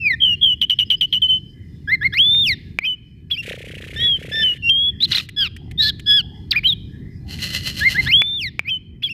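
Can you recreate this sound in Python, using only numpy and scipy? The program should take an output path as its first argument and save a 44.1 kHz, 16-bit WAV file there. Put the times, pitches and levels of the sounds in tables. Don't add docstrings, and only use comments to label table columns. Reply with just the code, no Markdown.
import sys
import numpy as np
from scipy import signal
from scipy.fft import rfft, irfft
from scipy.io import wavfile
from scipy.ndimage import uniform_filter1d, minimum_filter1d

SR = 44100
rng = np.random.default_rng(int(sys.argv[2]) if len(sys.argv) > 2 else 0)


def digitize_waveform(pressure):
    field = np.atleast_2d(pressure).T
    bounded = np.clip(field, -1, 1)
    quanta = np.round(bounded * 32767).astype(np.int16)
    wavfile.write(sys.argv[1], SR, quanta)


N = 402629

# time_s, level_db
RUMBLE_LEVEL = [(0, -38.5), (1.5, -38), (2.6, -34), (4.0, -36), (4.8, -37), (5.1, -28), (6.6, -33.5),
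                (7.6, -32), (9.13, -29)]
# frequency_hz, relative_db
RUMBLE_SPECTRUM = [(20, -48), (30, -11.5), (81, 2), (148, -0.5), (250, -10.5), (389, -18.5), (575, -41.5),
                   (1400, -51.5), (2500, -77)]
TWITTER_SPECTRUM = [(1300, -33.5), (1800, -3.5), (3200, -22.5), (4200, -12), (5600, -18.5)]
# start_s, end_s, first_hz, last_hz, level_db
FAR_CALLS = [(.735, 0.78, 5200, 5400, -53), (.85, 0.898, 4850, 5200, -49), (.96, 1.006, 4880, 5100, -48),
             (1.07, 1.136, 4300, 5030, -55.5), (3.04, 3.17, 5050, 5070, -64.5),
             (4.8, 5.122, 1750, 1884, -51), (5.569, 5.775, 782, 740, -50), (6.101, 6.515, 750, 870, -54),
             (6.97, 7.15, 1830, 1963, -51), (7.197, 7.43, 750, 815, -54), (7.85, 8.152, 768, 906, -46)]
# frequency_hz, gain_db
HARMONIC_WEIGHTS = [(1200, 24.5), (2000, 7), (3500, 12.5), (4300, -1), (5300, -3), (6300, -32.5),
                    (9000, -28), (13000, -27), (16000, -23.5)]
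SYLLABLES = { "slur": [(0, 3150, -40), (.012, 3222, -18.5), (.03, 3198, -9.5), (.065, 3027, -14),
             (.13, 2834, -16.5), (.147, 2800, -32)], "chip": [(0, 3250, -33), (.005, 3165, -11.5),
             (.014, 3073, -12), (.033, 2891, -15.5), (.047, 3020, -14.5), (.056, 2964, -31.5)],
             "hook": [(0, 1644, -33.5), (.014, 1681, -20), (.033, 1959, -21.5), (.042, 2082, -13.5),
             (.056, 2155, -11), (.064, 2080, -17.5), (.072, 1976, -40.5)], "lead": [(0, 1655, -39),
             (.01, 1680, -22), (.03, 2080, -21.5), (.052, 2220, -16)], "arch": [(0, 2197, -23.5),
             (.022, 2920, -12.5), (.035, 3150, -8.5), (.07, 3390, -13.5), (.16, 3555, -13.5),
             (.255, 3604, -15), (.28, 3350, -17), (.292, 2970, -18), (.33, 2200, -16), (.35, 2020, -16.5),
             (.378, 1763, -32.5)], "rise": [(0, 2030, -55.5), (.012, 2060, -26.5), (.03, 2287, -21),
             (.042, 2487, -10), (.057, 2560, -13), (.064, 2533, -29.5)], "pipe": [(0, 2710, -13.5),
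             (.008, 3278, -19.5), (.027, 3074, -8.5), (.083, 2990, -15.5), (.1, 2990, -38)],
             "peak": [(0, 2280, -39.5), (.009, 2900, -25.5), (.014, 3350, -14.5), (.019, 3450, -9),
             (.035, 3250, -14.5), (.059, 3046, -30)], "flick": [(0, 2680, -37), (.026, 2165, -31),
             (.05, 2770, -18), (.069, 2605, -18.5), (.084, 2670, -53)], "chatter": [(0, 1326, -31.5),
             (.006, 1900, -14.5), (.01, 2001, -9.5), (.015, 1915, -14.5), (.022, 1400, -19),
             (.034, 1140, -24.5)], }
REPEATS = { "slur": [(.2, 1.056, 0.9955, -0.2), (.41, .93, 1.03, 0.7)], "chip": [(.613, 0.71, 1.005, 0.7),
           (.695, 0.86, 1, -0.5), (.786, 0.97, .99, -1.4), (.9, 1.02, 1.003, -1.2),
           (1.008, .93, 1.005, -1.5), (1.124, 1.12, 1.004, -2)], "hook": [(1.874, 1.2, .99, 0.5),
           (2.01, 0.97, 1.008, 0), (7.806, 1.26, 0.997, 2.8), (7.945, .97, 0.98, 0)],
           "lead": [(2.123, .99, .995, -3), (8.059, 1.02, 0.99, 1)], "arch": [(2.17, 0.992, 1.0115, 0.14),
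           (8.108, 1.022, 1, 0.9)], "rise": [(2.806, 1.001, 1.003, 1), (8.645, 0.96, 1.012, 2.5)],
           "pipe": [(2.848, 1.05, .993, 0), (8.69, 0.92, 1.011, 3)], "peak": [(3.3, 0.97, 0.998, -0.7),
           (9.021, 1.05, 1.004, 3.7)], "flick": [(3.336, 1.005, 1.035, -1.8), (9.06, 0.89, 1.015, 0)],
           "chatter": [(5.114, 0.9, 1.02, -0.5), (5.144, 1.32, 1.05, -0.76), (5.173, 1.15, .96, -1)], }
SINGLE_NOTES = { "fall": [[(0.0, 2720, -54.5), (.012, 2690, -28), (0.047, 2534, -21.5),
                (0.072, 2410, -11.5), (.095, 2200, -27), (0.11, 2050, -12.5), (.128, 1927, -22.5),
                (.14, 1820, -17.5), (0.152, 1840, -32)]], "clear": [[(1.217, 3480, -29), (1.225, 3096, -11),
                (1.25, 3034, -12.5), (1.278, 3006, -40), (1.298, 3126, -13), (1.308, 3044, -11.5),
                (1.359, 3048, -16.5), (1.389, 3034, -38.5)], [(3.982, 2999, -65), (4.019, 3323, -19),
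                (4.056, 3400, -14), (4.122, 3253, -15.5), (4.152, 3144, -18), (4.178, 2990, -58.5)],
                [(4.418, 3020, -33.5), (4.442, 3080, -12.5), (4.522, 2860, -19.5), (4.542, 2930, -29.5)],
                [(4.622, 2750, -38), (4.659, 2765, -18.5), (4.696, 2755, -13.5), (4.704, 2680, -44)],
                [(4.692, 3030, -15), (4.698, 3190, -4.5), (4.73, 3171, -11.5), (4.832, 3335, -13),
                (4.892, 3393, -13), (4.91, 3310, -44.5)]], "drone": [[(3.96, 1740, -28.5),
                (4.026, 1918, -27), (4.068, 1874, -29.5), (4.074, 1860, -51)], [(4.315, 1705, -31.5),
                (4.344, 1786, -22), (4.426, 1769, -17.5), (4.434, 1720, -20.5), (4.439, 1750, -27)],
                [(5.79, 1886, -36), (5.803, 1806, -22), (5.852, 1695, -19.5), (5.886, 1771, -17.5),
                (5.91, 1610, -31)]], "breathy": [[(5.002, 3050, -35), (5.008, 3470, -18.5),
                (5.022, 3740, -17.5), (5.036, 4020, -8), (5.046, 4220, -11), (5.051, 3930, -16),
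                (5.062, 3140, -29.5)], [(5.775, 3540, -41), (5.807, 3870, -8), (5.812, 3920, -8),
                (5.826, 4020, -43)], [(6.508, 5010, -30.5), (6.517, 4140, -9.5), (6.523, 3030, -21),
                (6.534, 1800, -24.5), (6.545, 1630, -31.5), (6.558, 2160, -24), (6.564, 2410, -12.5),
                (6.578, 2483, -15.5), (6.596, 2230, -25.5)], [(6.63, 1744, -55.5), (6.644, 2920, -23.5),
                (6.66, 3090, -10), (6.675, 3210, -12.5), (6.684, 3240, -51)], [(6.668, 4000, -30),
                (6.676, 3985, -19), (6.7, 3740, -12), (6.717, 3530, -25), (6.728, 3350, -15),
                (6.74, 3180, -39)]], "harsh": [[(5.362, 1680, -35), (5.386, 1714, -11), (5.43, 1576, -8),
                (5.439, 1541, -12.5), (5.482, 1137, -31.5)]], "nasal": [[(6.058, 1636, -57.5),
                (6.08, 1711, -14.5), (6.112, 1679, -7), (6.163, 1704, -10), (6.189, 1624, -10),
                (6.216, 1340, -54)]], "buzz": [[(5.82, 4130, -10.5), (5.87, 4205, -17.5),
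                (5.891, 3955, -18.5), (5.908, 3607, -39.5)]], }
TIMBRES = {"slur": (-12, -49), "chip": (-7.5, -33.5), "hook": (-19, -35.5), "lead": (-6.5, -30),
           "arch": (-6.5, -48), "rise": (-18, -32), "pipe": (-10, -40), "peak": (-10, -27),
           "flick": (-5.5, -39), "chatter": (11, -22), "clear": (-11.5, -46), "drone": (-1.2, -38),
           "breathy": (-19, -30), "harsh": (14, -30), "nasal": (14.7, -36.5), "fall": (-19.5, -45.5),
           "buzz": (-8, -10)}
WARBLES = {"slur": (67.2, 0.44, 0.056, .08), "chip": (108, 0.76, -0.18, .07),
           "harsh": (218, .04, 0.36, .02), "nasal": (228, 0.16, 0.085, 0.035),
           "buzz": (83, 0.062, 0.14, .54)}
# start_s, relative_db
CLICKS = [(2.3485, -35.5), (2.7881, -6), (8.2197, -6.5), (8.5935, -3)]
TICKS = [(5.024, -18.5), (5.2888, -15.5), (5.5643, -22), (5.7124, -24), (5.9955, -22), (7.3875, -25)]
# frequency_hz, relative_db, t60_s
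CLICK_MODES = [(2343, 3, 0.016), (2490, -13.5, 0.015), (4860, -29, 0.019)]
# time_s, beat_number
RATTLE_BEATS = [(3.42, 0), (3.508, 3), (3.575, 5), (4.344, 29), (4.372, 30), (4.548, 37)]
# time_s, chirp_gain_db, pop_gain_db
RATTLE_SWELL = [(3.42, -31, -48), (3.49, -24, -16), (3.56, -34, -26.5), (3.9, -35.5, -33),
                (4.06, -34.5, -32.5), (4.13, -50, -45.5), (4.23, -35.5, -27.5), (4.42, -37.5, -33.5),
                (4.56, -42, -41)]
# frequency_hz, relative_db
HISS_SPECTRUM = [(900, -39.5), (1200, -32.5), (1800, -6), (3100, -8), (5000, -23), (9900, -25.5),
                 (15500, -35)]
# peak_s, gain_db
RASP_BURSTS = [(5.128, -31), (5.186, -26.5), (7.329, -36), (7.442, -26.5), (7.553, -25.5), (7.677, -27),
               (7.796, -28.5), (7.916, -27.5), (8.037, -33)]
# frequency_hz, width_hz, relative_db
RASP_MODES = [(2030, 60, 8.5), (2935, 260, 15.5), (4134, 110, 14), (4530, 170, -21.5), (3650, 1200, 5.5),
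              (10800, 2900, -3.5)]

OVERTONE_TILT_DB, OVERTONE_FLUTTER_DB = -1, 3
JITTER, WAVER = 0.0036, 0.035
SLIDE_OVERTONE_DB, SLIDE_BREATH_DB = 1.5, 2
WARBLE_BREATH_DB, COUPLING = 22, 0.23
HIGH_HISS_HZ, HIGH_HISS_WIDTH_HZ, HIGH_HISS_DB = 13050, 2500, -30
HIGH_HISS_FOLLOWS = .4
TAIL_DB, TAIL_T60_S, MICROPHONE_HISS_DB = -32.5, 0.69, -74
CEILING, RECOVER_DB_S, CUTOFF_HZ = .68, 8, 16000


def amp(db):
    return 10 ** (np.asarray(db) / 20)


def rms_one(x):
    return x / np.sqrt(np.mean(x ** 2) + 1e-20)


def column(rows, index, t):
    return np.interp(t, np.array(rows)[:, 0], np.array(rows)[:, index])


def at_hz(points, hz):
    return np.interp(np.log(hz + 1e-9), np.log(np.array(points)[:, 0]), np.array(points)[:, 1])


def filtered(x, order, hz, kind="low"):
    return signal.sosfilt(signal.butter(order, hz, kind, fs=SR, output="sos"), x)


def coloured(spectrum):
    hz = np.fft.rfftfreq(N, 1 / SR)
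    return rms_one(irfft(rfft(rng.standard_normal(N)) * amp(at_hz(spectrum, hz)), N))


def drift(rate_hz):
    return rms_one(filtered(rng.standard_normal(N + SR), 2, rate_hz)[SR:])


def resonance(x, hz, width_hz):
    r = np.exp(-np.pi * width_hz / SR)
    feedback = [1, -2 * r * np.cos(2 * np.pi * hz / SR), r * r]
    return signal.lfilter([(1 - r * r) / 2, 0, (r * r - 1) / 2], feedback, x)


def rumble():
    t = np.arange(N) / SR
    return amp(column(RUMBLE_LEVEL, 1, t) + 1.4 * drift(5.1)) * coloured(RUMBLE_SPECTRUM)


def far_birds():
    twitter, wobble, blur = coloured(TWITTER_SPECTRUM), drift(28), drift(70)
    out = sum(amp(-57 + 6 * drift(4)) * resonance(twitter, hz, .04 * hz)
              for hz in np.geomspace(1700, 5000, 7))
    for start, end, first_hz, last_hz, db in FAR_CALLS:
        i = np.arange(round(start * SR), round(end * SR))
        hz = np.linspace(first_hz, last_hz, len(i)) * (1 + 0.021 * wobble[i])
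        envelope = amp(db) * blur[i] * np.sqrt(np.hanning(len(i)))
        out[i] += envelope * np.sin(2 * np.pi * np.cumsum(hz) / SR)
    return out


def notes():
    repeated = [(kind, np.array(SYLLABLES[kind]) * [stretch, factor, 1] + [start, 0, db])
                for kind, rows in REPEATS.items() for start, stretch, factor, db in rows]
    return repeated + [(kind, np.array(note)) for kind, sung in SINGLE_NOTES.items() for note in sung]


def syrinx_tone(hz, overtone_db, flutter, i):
    order = np.arange(1, 8)[:, None]
    phase = 2 * np.pi * np.cumsum(hz) / SR
    source_db = (order > 1) * (overtone_db + OVERTONE_TILT_DB * (order - 4.5))
    flutter_db = OVERTONE_FLUTTER_DB * flutter[i - 5000 * order] * (order > 2)
    gains = amp(at_hz(HARMONIC_WEIGHTS, order * hz) + source_db + flutter_db) * (order * hz < .4 * SR)
    return np.sum(gains * np.sin(order * phase), axis=0) / np.sqrt(np.sum(gains ** 2, axis=0) / 2)


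def song():
    out, breath, waver, flutter = np.zeros(N), drift(490), drift(51), drift(100)
    hiss_gain = amp(HIGH_HISS_DB + 2.7 * drift(30))
    high_band = resonance(rng.standard_normal(N), HIGH_HISS_HZ, HIGH_HISS_WIDTH_HZ)
    high_hiss = hiss_gain * rms_one(resonance(high_band, HIGH_HISS_HZ, HIGH_HISS_WIDTH_HZ))
    for kind, note in notes():
        i = np.arange(max(round(note[0, 0] * SR), 0), min(round(note[-1, 0] * SR), N))
        t = i / SR
        overtone_db, breath_db = TIMBRES[kind]
        warble_hz, first_depth, last_depth, bend = WARBLES.get(kind, (0, 0, 0, 0))
        depth = np.clip(np.linspace(first_depth, last_depth, len(i)), 0, 1)
        warble_phase = 2 * np.pi * warble_hz * (t - t[0])
        glide_hz = uniform_filter1d(column(note, 1, t), size=130)
        slide = SR * np.gradient(np.log(glide_hz))
        overtone_db += SLIDE_OVERTONE_DB * uniform_filter1d(np.clip(-slide, 0, 8.5), size=400)
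        slide_speed = uniform_filter1d(np.clip(np.abs(slide), 0, 12), size=400)
        breath_db += WARBLE_BREATH_DB * depth + SLIDE_BREATH_DB * slide_speed
        hz = glide_hz * (1 + bend * depth * np.sin(warble_phase) + JITTER * flutter[i])
        tone = syrinx_tone(hz, overtone_db, flutter, i)
        modulation = 1 - depth * np.cos(warble_phase) + amp(breath_db) * breath[i] + WAVER * waver[i]
        voice = tone * modulation + amp(HIGH_HISS_FOLLOWS * breath_db) * high_hiss[i]
        level = np.interp(t, note[:, 0], amp(note[:, 2]))
        fade = np.clip(np.minimum(t - t[0], t[-1] - t) / .002, 0, 1)
        out[i] += voice * level * fade * (1 + COUPLING * out[i])
    return filtered(out, 4, 1000, "high")


def reflections(x):
    t = np.arange(SR) / SR
    echoes = rng.standard_normal(SR) * amp(-60 * t / TAIL_T60_S) * (t > .004)
    echoes = filtered(echoes, 2, 4500)
    return amp(TAIL_DB) * signal.fftconvolve(x, echoes / np.sqrt(np.sum(echoes ** 2)))[:N]


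def clicks():
    t = np.arange(900) / SR
    ring = sum(amp(db) * np.sin(2 * np.pi * hz * t) * amp(-60 * t / t60) for hz, db, t60 in CLICK_MODES)
    taps, tick_envelope = np.zeros(N), np.zeros(N)
    for start, db in CLICKS:
        i = round(start * SR)
        crack = rng.standard_normal(len(t)) * np.exp(-t / 0.0012)
        taps[i:i + len(t)] += amp(db + 9) * (ring + 0.071 * crack)
    for start, db in TICKS:
        i = round(start * SR)
        tick_envelope[i:i + len(t)] = amp(db - 10) * np.exp(-(t / 0.0086) ** 3)
    return taps + tick_envelope * coloured(HISS_SPECTRUM)


def rattle():
    out, puffs, t = np.zeros(N), np.zeros(N), np.arange(1500) / SR
    hoarseness = drift(240)
    times, numbers = np.transpose(RATTLE_BEATS)
    beats = np.interp(np.arange(numbers[-1] + 1), numbers, times)
    for start, chance in zip(beats, rng.standard_normal((len(beats), 3, 3))):
        start += .0015 * chance[1, 2]
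        span = slice(round(start * SR), round(start * SR) + len(t))
        pop_hz = 460 * (1 + 0.06 * chance[0, 0])
        pop = np.sin(2 * np.pi * pop_hz * t) * (t / 0.0004) * np.exp(-t / 0.0013)
        out[span] += amp(column(RATTLE_SWELL, 2, start)) * filtered(pop, 4, 800)
        puffs[span] += .25 + np.sin(np.pi * np.clip((t - .004) / .028, 0, 1))
        for delay_s, base_hz, (detune, accent, lag) in zip((.008, .015, .022), (1500, 2300, 1700), chance):
            progress = np.clip((t - delay_s - 0.0012 * lag) / 0.0054, 0, 1)
            hz = base_hz * (1 + .12 * detune) + 1400 * progress
            chirp = np.sin(2 * np.pi * np.cumsum(hz) / SR) * (1 + hoarseness[span])
            gain = amp(column(RATTLE_SWELL, 1, start) + 0.64 * accent)
            out[span] += gain * chirp * np.sin(np.pi * progress)
    swell = amp(column(RATTLE_SWELL, 1, np.arange(N) / SR) - 6)
    return out + swell * puffs * coloured(HISS_SPECTRUM)


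def rasps():
    t, envelope = np.arange(N) / SR, np.zeros(N)
    for peak_s, db in RASP_BURSTS:
        u = (t - peak_s) / np.where(t < peak_s, .03, .037)
        envelope += amp(db) * (np.exp(-2.5 * u ** 2) + 0.53 * np.exp(-.12 * u ** 4))
    pulses = (rng.random(N) < 600 / SR) * rng.standard_normal(N)
    drive = rms_one(pulses) + rng.standard_normal(N)
    throat = sum(amp(db) * rms_one(resonance(drive, hz, width)) for hz, width, db in RASP_MODES)
    undertone = amp(-24.5) * rms_one(resonance(drive, hz=560, width_hz=100))
    return envelope * (rms_one(filtered(throat, 4, 1300, "high")) + undertone)


def scene():
    near = song() + rattle() + rasps() + clicks()
    outdoors = near + reflections(near) + far_birds() + rumble()
    return (outdoors + amp(MICROPHONE_HISS_DB) * rng.standard_normal(N))[None]


def record(dry):
    recovery_db = RECOVER_DB_S * np.arange(N) / SR
    excess_db = -minimum_filter1d(-20 * np.log10(np.abs(dry) / CEILING + 1e-9), size=180)
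    duck_db = np.maximum(np.maximum.accumulate(excess_db + recovery_db, axis=1) - recovery_db, 0)
    limited = dry * amp(-uniform_filter1d(duck_db, size=90))
    return signal.sosfilt(signal.cheby2(12, 60, CUTOFF_HZ, fs=SR, output="sos"), limited)


dry = scene()
out = record(dry)
digitize_waveform(out)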